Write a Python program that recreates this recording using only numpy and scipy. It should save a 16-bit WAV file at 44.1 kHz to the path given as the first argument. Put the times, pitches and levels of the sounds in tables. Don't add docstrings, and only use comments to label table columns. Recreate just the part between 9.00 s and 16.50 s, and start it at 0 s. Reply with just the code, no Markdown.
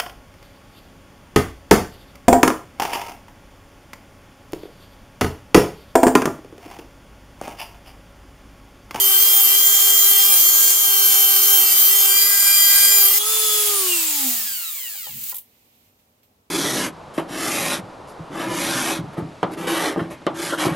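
import sys
import numpy as np
from scipy import signal
from scipy.fft import rfft, irfft
from scipy.io import wavfile
from scipy.ndimage import uniform_filter1d

SR = 44100
rng = np.random.default_rng(int(sys.argv[2]) if len(sys.argv) > 2 else 0)


def dump(signal):
    limited = np.clip(np.atleast_2d(signal).T, -1, 1)
    pcm = np.round(limited * 32767).astype(np.int16)
    wavfile.write(sys.argv[1], SR, pcm)


N = 330750
LIFT_S, OFF_S, IDLE_HZ = 4.19, 4.71, 414.2
CUTTING, FREED = slice(0, round(4.4 * SR)), slice(round(4.0 * SR), round(6.3 * SR))

# (shaft order [1], relative level [dB])
BITE_ENTERING = [(1, -20.2), (2, -22), (3, -24.5), (4, -22.5), (5, -20.5), (6, -20), (7, -18), (8, -5.4),
                 (9, -19.5), (10, -19.5), (11, -17.5), (12, -14.5), (13, -13.5), (14, -21), (15, -18),
                 (16, -13.5), (17, -11), (18, -14.5), (19, -15), (20, -15.5), (21, -16), (22, -11),
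                 (23, -12), (24, -6), (25, -25), (26, -15), (27, -21), (28, -13.5), (29, -8), (30, -8.5),
                 (31, 0.5), (32, -9.5), (33, -7), (34, -0.5), (35, -1), (36, -3), (37, -8.5), (38, -6),
                 (39, -3.5), (40, -18)]
BITE_SETTLING = [(1, -21.8), (2, -24), (3, -29), (4, -21), (5, -19), (6, -26), (7, -24.5), (8, -3.0),
                 (9, -22.5), (10, -19), (11, -17.5), (12, -18.5), (13, -15.5), (14, -19), (15, -15.5),
                 (16, -10.5), (17, -8), (18, -4), (19, -13.5), (20, -20.5), (21, -14.5), (22, -14.5),
                 (23, -11.5), (24, -9), (25, -20), (26, -15.5), (27, -20), (28, -12.5), (29, -10),
                 (30, -6.5), (31, -5), (32, -7), (33, -9.5), (34, -1.5), (35, -8), (36, -2), (37, -4.5),
                 (38, -7), (39, -12), (40, -30.5)]
BITE_SHALLOW = [(1, -22.8), (2, -24.5), (3, -29), (4, -19.5), (5, -26), (6, -26.5), (7, -21), (8, -7.4),
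                (9, -29), (10, -19), (11, -12.5), (12, -14.5), (13, -18), (14, -15), (15, -10.5),
                (16, -5.5), (17, -4.5), (18, -6), (19, -8), (20, -13), (21, -15), (22, -8.5), (23, -9.5),
                (24, -7.5), (25, -18), (26, -17.5), (27, -10.5), (28, -21.5), (29, -5), (30, -2.5),
                (31, -20.5), (32, 1.2), (33, -8.5), (34, 0.3), (35, -12), (36, -7), (37, -3.5), (38, -4),
                (39, -13.5), (40, -30)]
BITE_DEEP = [(1, -18.7), (2, -19), (3, -25.5), (4, -18), (5, -26.5), (6, -20.5), (7, -18), (8, -5.0),
             (9, -21.5), (10, -19.5), (11, -12.5), (12, -18.5), (13, -14), (14, -24), (15, -9.5), (16, -22),
             (17, -10), (18, -10.5), (19, -14), (20, -22.5), (21, -26), (22, -11), (23, -10.5), (24, -7.5),
             (25, -17.5), (26, -10), (27, -24), (28, -15), (29, -13), (30, -4), (31, -8.5), (32, -16),
             (33, 2), (34, -9.5), (35, -1.5), (36, -2.5), (37, -15.5), (38, -5.5), (39, -17), (40, -8.5)]
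BITE_THROUGH = [(1, -23.5), (2, -26), (3, -24.5), (4, -11.5), (5, -12.5), (6, -11), (7, -24.5), (8, -7.6),
                (9, -23), (10, -17.5), (11, -18), (12, -3.5), (13, -11.5), (14, -21.5), (15, -16.5),
                (16, -14.5), (17, -9), (18, -2.5), (19, -12.5), (20, -14.5), (21, -12), (22, -4.5),
                (23, -13), (24, -10), (25, -21.5), (26, -20), (27, -22.5), (28, -12), (29, -1.2), (30, -2),
                (31, -4.5), (32, -6), (33, -13), (34, -5), (35, -4.5), (36, -4), (37, -11), (38, -7.5),
                (39, -12.5), (40, -31)]
SETTLING_S, SHALLOW_S, DEEP_S, THROUGH_S = (0.575, 1.1), (1.38, 1.86), (1.86, 2.61), (3.137, 4.013)
def wheel_bite(hz, turns):
    bites = np.array([BITE_ENTERING, BITE_SETTLING, BITE_SHALLOW, BITE_DEEP, BITE_THROUGH])
    orders, spectra = bites[0, :, 0], amp(bites[:, :, 1])
    spectra[:, [0, 7]] = 0
    spectra /= np.linalg.norm(spectra, axis=1, keepdims=True)
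    held = [fade(a, .16) - fade(b, .16) for a, b in (SETTLING_S, SHALLOW_S, DEEP_S, THROUGH_S)]
    shares = np.clip([1 - sum(held)] + held, 0, 1)
    gains = (np.sqrt(per_hold ** 2 @ shares[:, CUTTING]) for per_hold in spectra.T)
    entering = np.interp(np.arange(0, N + 512, 256), np.arange(N), shares[0])
    chatter_db = 2.6 + 1.2 * entering
    surging = turns + .0022 * np.sin(mains())
    skip = 1 + .11 * shares[4] * np.cos(np.pi * turns)
    return skip * tones(orders, gains, hz, surging, chatter_db, drift_hz=45, flutter_rad=.45, span=CUTTING)


# (time [s], unbalance [dB], slot whine [dB], grinding [dB])
CUT_LEVELS = [(0.0, -38, -25.5, -17.5), (0.2, -40.5, -26.5, -16), (1.14, -46, -25, -15),
              (1.69, -44.5, -32.5, -15), (1.8, -46.5, -28.5, -17.5), (2.02, -42.5, -27, -15.5),
              (2.6, -39.5, -27.5, -15.5), (2.71, -43.5, -30.5, -15.5), (3.19, -46, -26, -16),
              (3.29, -47, -39.5, -16.5), (3.6, -52, -26, -14.5), (3.97, -41, -31.5, -14),
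              (4.08, -39.5, -27, -15.5), (4.17, -45, -44, -17)]
# (frequency [Hz], relative density [dB])
GRIT_SPECTRUM = [(35, -67), (60, -52), (340, -19.5), (460, -17), (800, -11), (1250, -21.5), (2300, -3.5),
                 (2600, -13), (3200, -1.5), (3800, -6), (5500, -2.5), (7000, -1.5), (9000, 0), (10900, -2),
                 (11900, 0.5), (13500, 2), (15900, -7.5)]
def grinding(hz, turns):
    bite = wheel_bite(hz, turns)
    hardness, tearing = rng.standard_normal((2, 3000))[:, turns.astype(int)]
    bite *= unit_rms(uniform_filter1d(amp(1.1 * hardness), size=30))
    tears = unit_rms(1.4 + amp(2.4 * (hardness + tearing)) * np.exp(-(turns % 1) / .25))
    grit = noise(GRIT_SPECTRUM, TOOL_WIDTH, tears) * flicker(depth_db=1, rate_hz=40)
    _, _, level_db = curves(CUT_LEVELS)
    return amp(level_db) * (amp(-.8) * bite + amp(-7.5) * grit) * (1 - fade(LIFT_S, .014))


# (time [s], speed [Hz])
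LOADED_SPEED = [(0.0, 393), (.1, 389), (.29, 400.5), (.49, 392.3), (.69, 400.1), (.9, 396.7), (1.01, 398.3),
                (1.15, 395.7), (1.32, 400.3), (1.42, 398), (1.63, 401.3), (1.73, 399), (2.06, 389.6),
                (2.29, 389.8), (2.38, 389), (2.55, 392.3), (2.72, 386.3), (2.93, 394.6), (3.06, 390.7),
                (3.28, 401), (3.46, 397.7), (3.75, 398.3), (3.96, 400.4), (4.06, 394.5), (4.19, 410)]
RUNAWAY_S, RUNAWAY_HZ = 4.31, 437.8
DRAG_PER_S, FRICTION_HZ_PER_S, FLOOR_HZ = .29, 180, 5
def shaft():
    driven, = curves(list(LOADED_SPEED) + [(RUNAWAY_S, RUNAWAY_HZ), (OFF_S, IDLE_HZ)])
    friction_hz = FRICTION_HZ_PER_S / DRAG_PER_S
    hz = (driven + friction_hz) * np.exp(-DRAG_PER_S * since(OFF_S)) - friction_hz
    hz = uniform_filter1d(np.maximum(hz, FLOOR_HZ), size=1500)
    return hz, np.cumsum(hz) / SR


# (frequency [Hz], width [Hz], gain [dB])
GRIP_MODES = [(259.4, 18, 16)]
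# (shaft order [1], relative level [dB])
WOBBLE_ORDERS = [(2, -22.5), (3, -11), (4, -30)]
RADIATING_HZ = 236.4
def unbalance(hz, turns):
    free = fade(LIFT_S, .2)
    cut_db, _, _ = curves(CUT_LEVELS)
    free_db = -35.5 + 18.5 * np.log2(hz / IDLE_HZ)
    radiating = np.minimum(hz / RADIATING_HZ, 1)
    shake_db = cut_db * (1 - free) + (free_db + 24 * np.log2(radiating)) * free
    shake = amp(shake_db) * resonance(hz, GRIP_MODES, floor_db=0)
    out = tones([1], [shake], hz, turns, drift_db=2, drift_hz=10)
    wobble = amp(free_db) * free * radiating ** 8 * resonance(hz, GRIP_MODES, floor_db=7.5)
    orders, levels_db = np.transpose(WOBBLE_ORDERS)
    gains = (amp(db) * wobble for db in levels_db)
    return out + tones(orders, gains, hz, turns, drift_db=2.5, drift_hz=33, span=FREED)


def loaded_whine(hz, turns):
    _, whine_db, _ = curves(CUT_LEVELS)
    gain = amp(whine_db) * (1 - fade(LIFT_S, .2)) * (1 + .3 * np.cos(mains()))
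    swing = -.081 * np.sin(mains()[CUTTING])
    return tones([8], [gain], hz, turns, drift_db=1.5, drift_hz=60, swing_rad=swing, span=CUTTING)


# (time [s], slot whine [dB], air and brush hiss [dB])
FREE_LEVELS = [(4.2, -27.5, -25), (4.31, -26.5, -20.5), (4.56, -23.5, -20), (4.69, -38, -20),
               (4.8, -50, -21.5), (4.93, -31, -20.5), (5.08, -37, -22), (5.29, -52, -20.5),
               (5.49, -38.5, -26), (5.7, -43, -28.5), (5.87, -41.5, -30), (6.13, -42, -34.5),
               (6.33, -41, -28)]
# (shaft order [1], relative level [dB])
SLOT_ORDERS = [(8, -1.5), (12, -16), (16, -7.5), (32, -12.5), (40, -9.5), (48, -9.5), (56, -10),
               (64, -11.5), (72, -14.5), (80, -18), (88, -15), (96, -14), (104, -16.5), (112, -15.5)]
# (frequency [Hz], width [Hz], gain [dB])
CASE_MODES = [(1277, 320, -5), (2060, 570, 3), (2955, 460, 7), (3320, 47, 3), (3890, 550, 2.5),
              (4500, 500, 4), (5180, 550, 1), (7550, 1300, 6), (9750, 3500, 4.5)]
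DIP_DB, DIP_END_S = -16, 5.39
def free_whine(hz, turns):
    uneven = 1 + .5 * np.cos(2 * np.pi * turns) + .085 * np.cos(4 * np.pi * turns)
    envelope = uneven * fade(LIFT_S, .2) * (1 - fade(6.13, .15))
    whine_db, _ = curves(FREE_LEVELS)
    dip = amp(DIP_DB * (fade(4.78, .1) - fade(DIP_END_S, .059)))
    orders, levels_db = np.transpose(SLOT_ORDERS)
    gains = []
    for order, db in zip(orders, levels_db):
        casing = resonance(order * hz, CASE_MODES, floor_db=-20.5) * np.minimum(order * hz / 1500, 1) ** 2
        gains.append(amp(db + whine_db) * casing * envelope * (dip if order > 8 else 1))
    out = tones(orders, gains, hz, turns, drift_db=2.2, drift_hz=140, flutter_rad=1, span=FREED)
    whistle_db = -34 + 9 * np.log2(hz / IDLE_HZ) + DIP_DB * (fade(5.2, .1) - fade(DIP_END_S, .056))
    whistle = amp(whistle_db) * resonance(24 * hz, CASE_MODES, floor_db=-8.5) * envelope
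    return out + tones([24], [whistle], hz, turns, drift_db=3.5, drift_hz=110, flutter_rad=.58, span=FREED)


# (frequency [Hz], relative density [dB])
BUZZ_SPECTRUM = [(600, -40), (950, -10.5), (1250, 1.5), (1450, -10), (2200, -42.5)]
def current_buzz(turns):
    load = amp(-5 * fade(LIFT_S, .2)) * (1 - fade(4.4, .051))
    pulses = unit_rms(1.2 + np.exp(np.cos(mains())))
    out = amp(-40.5) * noise(BUZZ_SPECTRUM, TOOL_WIDTH) * pulses
    out[0] += amp(-66) * flicker(depth_db=3.4, rate_hz=24) * np.sqrt(2) * np.sin(mains())
    for offset, db in ((-1, -61.5), (.99, -59.5)):
        sideband = np.sin(2 * np.pi * turns + offset * mains())
        out[0] += amp(db) * flicker(depth_db=4, rate_hz=60) * sideband
    return load * out


# (frequency [Hz], relative density [dB])
FAN_SPECTRUM = [(35, -63), (60, -47), (371, -24.5), (407, -35), (491, -21.5), (1280, -12), (1610, -15),
                (3250, -6.5), (4400, -6), (5160, -6.5), (5960, -8), (6820, -3), (7600, -2.5), (10900, -5.5),
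                (13800, -0.5), (15900, -4.5)]
BRUSH_SPECTRUM = [(35, -48), (60, -34), (274, -19), (539, -25), (859, -17.5), (1500, -16), (2290, -7),
                  (3000, -5.5), (3600, -6.5), (4500, -5), (5560, -8), (7190, -0.5), (10400, -4.5),
                  (14800, 7), (15900, 4.5)]
def air(hz, turns):
    fast = np.clip((hz - 150) / 200, 0, 1)
    fan = np.sqrt(fast) * noise(FAN_SPECTRUM, TOOL_WIDTH)
    brushes = np.sqrt(1 - fast) * noise(BRUSH_SPECTRUM, TOOL_WIDTH)
    throb = 1 + .038 * np.cos(2 * np.pi * turns)
    _, level_db = curves(FREE_LEVELS)
    return amp(level_db) * (fan + brushes) * throb * fade(LIFT_S - .015, .025) * (1 - fade(6.325, .016))


# (time [s], relative peak [dB])
SCRAPE_EVENTS = [(6.168, -29), (6.1874, -31), (6.2084, -22), (6.2352, -13), (6.2594, -21), (6.2934, -13),
                 (6.342, -14), (6.3534, -17), (6.364, -15), (6.3816, -17)]
# (frequency [Hz], relative density [dB])
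SCRAPE_SPECTRUM = [(590, -53), (1000, -31), (1830, -31), (2410, -14), (2640, -24), (2970, -13), (5110, -21),
                   (14700, 0), (15900, -4.5)]
def brush_scrapes():
    return amp(-8) * bursts(SCRAPE_EVENTS, rise_s=.0039, t60_s=.046) * noise(SCRAPE_SPECTRUM, TOOL_WIDTH)


# (time [s], blow [dB], gain above 900 Hz [dB])
KNOCK_EVENTS = [(5.951, -54, -10), (6.068, -43.5, -5), (6.325, -49, 7)]
# (frequency [Hz], level [dB], t60 [s])
CRATE_MODES = [(540, -2, 0.14), (650, -3, 0.07), (820, 5, 0.099), (1000, 5, 0.06), (1410, 0.1, 0.04),
               (1900, 0.1, 0.04)]
def crate_knocks():
    out, t = np.zeros(N), np.arange(6000) / SR
    attack = np.minimum(t / .00089, 1)
    for start_s, blow_db, upper_db in KNOCK_EVENTS:
        for hz, db, t60_s in CRATE_MODES:
            envelope = attack * amp(blow_db + db + upper_db * (hz > 900) - 60 * t / t60_s)
            out[round(start_s * SR):][:len(t)] += envelope * np.sin(2 * np.pi * (hz * t + rng.random()))
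    return out * np.array([[1], [.25]])


def crate_rumble():
    rumble = noise([(50, -22), (90, -8), (145, .1), (240, -9), (400, -33)], TOOL_WIDTH)
    return rumble * fade(6.12, .1) * amp(-47 - 220 * since(6.18))


# (frequency [Hz], relative density [dB])
RUSTLE_SPECTRUM = [(880, -49.5), (1500, -24), (2040, -9), (2390, -6.5), (4070, -10), (4960, -12.5),
                   (11100, -13), (13700, -2), (15900, -16)]
# (time [s], relative peak [dB])
TICK_EVENTS = [(6.7494, -63), (6.9894, -56), (7.2302, -48)]
def hand_rustle():
    rustle = noise(RUSTLE_SPECTRUM, ROOM_WIDTH)
    rustle[1] -= .55 * rustle[0]
    away_db = 4.5 * fade(6.89, .058) + 14 * since(6.89)
    ticks = amp(-13) * bursts(TICK_EVENTS, rise_s=.0019, t60_s=.1)
    return rustle * (amp(-64.5 - away_db) * fade(5.9, .034) + ticks)


def room_echoes(x, t60_s):
    t = np.arange(SR // 3) / SR
    taps = rng.choice([-1., 1.], (2, len(t))) * (rng.random((2, len(t))) < .05)
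    taps *= amp(-60 * t / t60_s) * (t > .004)
    return signal.fftconvolve(x[:1], taps / np.linalg.norm(taps[0]), axes=1)[:, :N] * amp([[0], [-4]])


# (frequency [Hz], relative density [dB])
ROOM_SPECTRUM = [(12, -44), (20, -21), (96, -6), (154, -16), (227, -8), (356, -18), (398, -15), (432, -15),
                 (800, -19.5), (1560, -29.5), (2250, -30.5), (13100, -36.5), (15900, -34.5)]
# (frequency [Hz], side minus mid [dB])
ROOM_WIDTH = [(60, -20.5), (240, -16), (950, 2), (3770, 0), (15000, -1)]
def room_tone():
    return amp(-64.5) * noise(ROOM_SPECTRUM, ROOM_WIDTH)


# (frequency [Hz], side minus mid [dB])
TOOL_WIDTH = [(60, -15.5), (95, -20), (150, -27.5), (240, -12), (380, -14), (600, -7), (950, 1),
              (1500, -7.5), (2380, -4), (3770, -3.5), (5980, -1.5), (9470, -1), (15000, -3)]
def tones(orders, gains, hz, turns, drift_db, drift_hz, flutter_rad=.37, swing_rad=0, span=slice(0, N)):
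    out = np.zeros((2, N))
    for order, gain in zip(orders, gains):
        mid_drift, side_drift, flutter, lead_drift = wander(drift_hz, count=4)
        lead = stretched(rng.choice([-np.pi, np.pi]) / 2 + .5 * lead_drift, span)
        phase = 2 * np.pi * (order * turns[span] + rng.random())
        phase += swing_rad + stretched(flutter_rad * flutter, span)
        width_db = db_at(TOOL_WIDTH, order * hz[::256])
        side_db = width_db + (drift_db * side_drift)[:len(width_db)]
        out[0, span] += gain[span] * stretched(amp(drift_db * mid_drift), span) * np.sin(phase)
        out[1, span] += gain[span] * stretched(amp(side_db), span) * np.sin(phase + lead)
    return np.sqrt(2) * out


def noise(spectrum, width, gate=1):
    hz = np.fft.rfftfreq(N, 1 / SR)
    bins = rfft(rng.standard_normal((2, N)) * gate) * amp(db_at(spectrum, hz))
    bins[1] *= amp(db_at(width, hz))
    out = irfft(bins, N)
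    return out / np.sqrt(np.mean(out[0] ** 2))


def resonance(hz, modes, floor_db):
    power = sum(amp(db) ** 2 / (1 + (2 * (hz - f) / width) ** 2) ** 2 for f, width, db in modes)
    return np.sqrt(amp(floor_db) ** 2 + power)


def mains():
    return 2 * np.pi * 120 * np.arange(N) / SR


def bursts(events, rise_s, t60_s):
    return sum(amp(db - 60 * since(s) / t60_s) * np.minimum(since(s) / rise_s, 1) for s, db in events)


def wander(rate_hz, count):
    t, hz = np.arange(0, N + 512, 256) / SR, np.geomspace(rate_hz / 20, rate_hz, num=16)[:, None]
    sines = np.sin(2 * np.pi * (hz * t + rng.random((count, 16, 1)))) / np.sqrt(hz)
    return np.array([unit_rms(row) for row in sines.sum(1)])


def flicker(depth_db, rate_hz):
    return stretched(amp(depth_db * wander(rate_hz, count=1)[0]))


def stretched(row, span=slice(0, N)):
    return np.interp(np.arange(N)[span], np.arange(len(row)) * 256, row)


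def curves(table):
    times, *values = np.transpose(table)
    return [np.interp(np.arange(N) / SR, times, column) for column in values]


def db_at(spectrum, hz):
    f, db = np.transpose(spectrum)
    return np.interp(np.log(hz + 1), np.log(f + 1), db)


def fade(centre_s, width_s):
    return np.clip((np.arange(N) / SR - centre_s) / width_s + .5, 0, 1)


def since(start_s):
    return np.maximum(np.arange(N) / SR - start_s, 0)


def amp(db):
    return 10 ** (np.asarray(db) / 20)


def unit_rms(x):
    return x / np.sqrt(np.mean(x ** 2) + 1e-20)


def scene():
    hz, turns = shaft()
    near = air(hz, turns) + brush_scrapes() + crate_knocks() + crate_rumble() + hand_rustle()
    near += amp(-6.5) * room_echoes(near, t60_s=.18)
    wheel = grinding(hz, turns)
    motor = unbalance(hz, turns) + loaded_whine(hz, turns) + free_whine(hz, turns) + current_buzz(turns)
    mid, side = wheel + motor + near + room_tone()
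    return np.array([mid + side, mid - side])


def record(dry):
    high_pass = signal.butter(2, 45, "high", fs=SR, output="sos")
    low_pass = signal.firwin(511, 15950, window=("kaiser", 9), fs=SR)
    clipped = np.clip(signal.sosfilt(high_pass, dry), -1, 1)
    return signal.oaconvolve(clipped, low_pass[None], "same")


dry = scene()
out = record(dry)
dump(out)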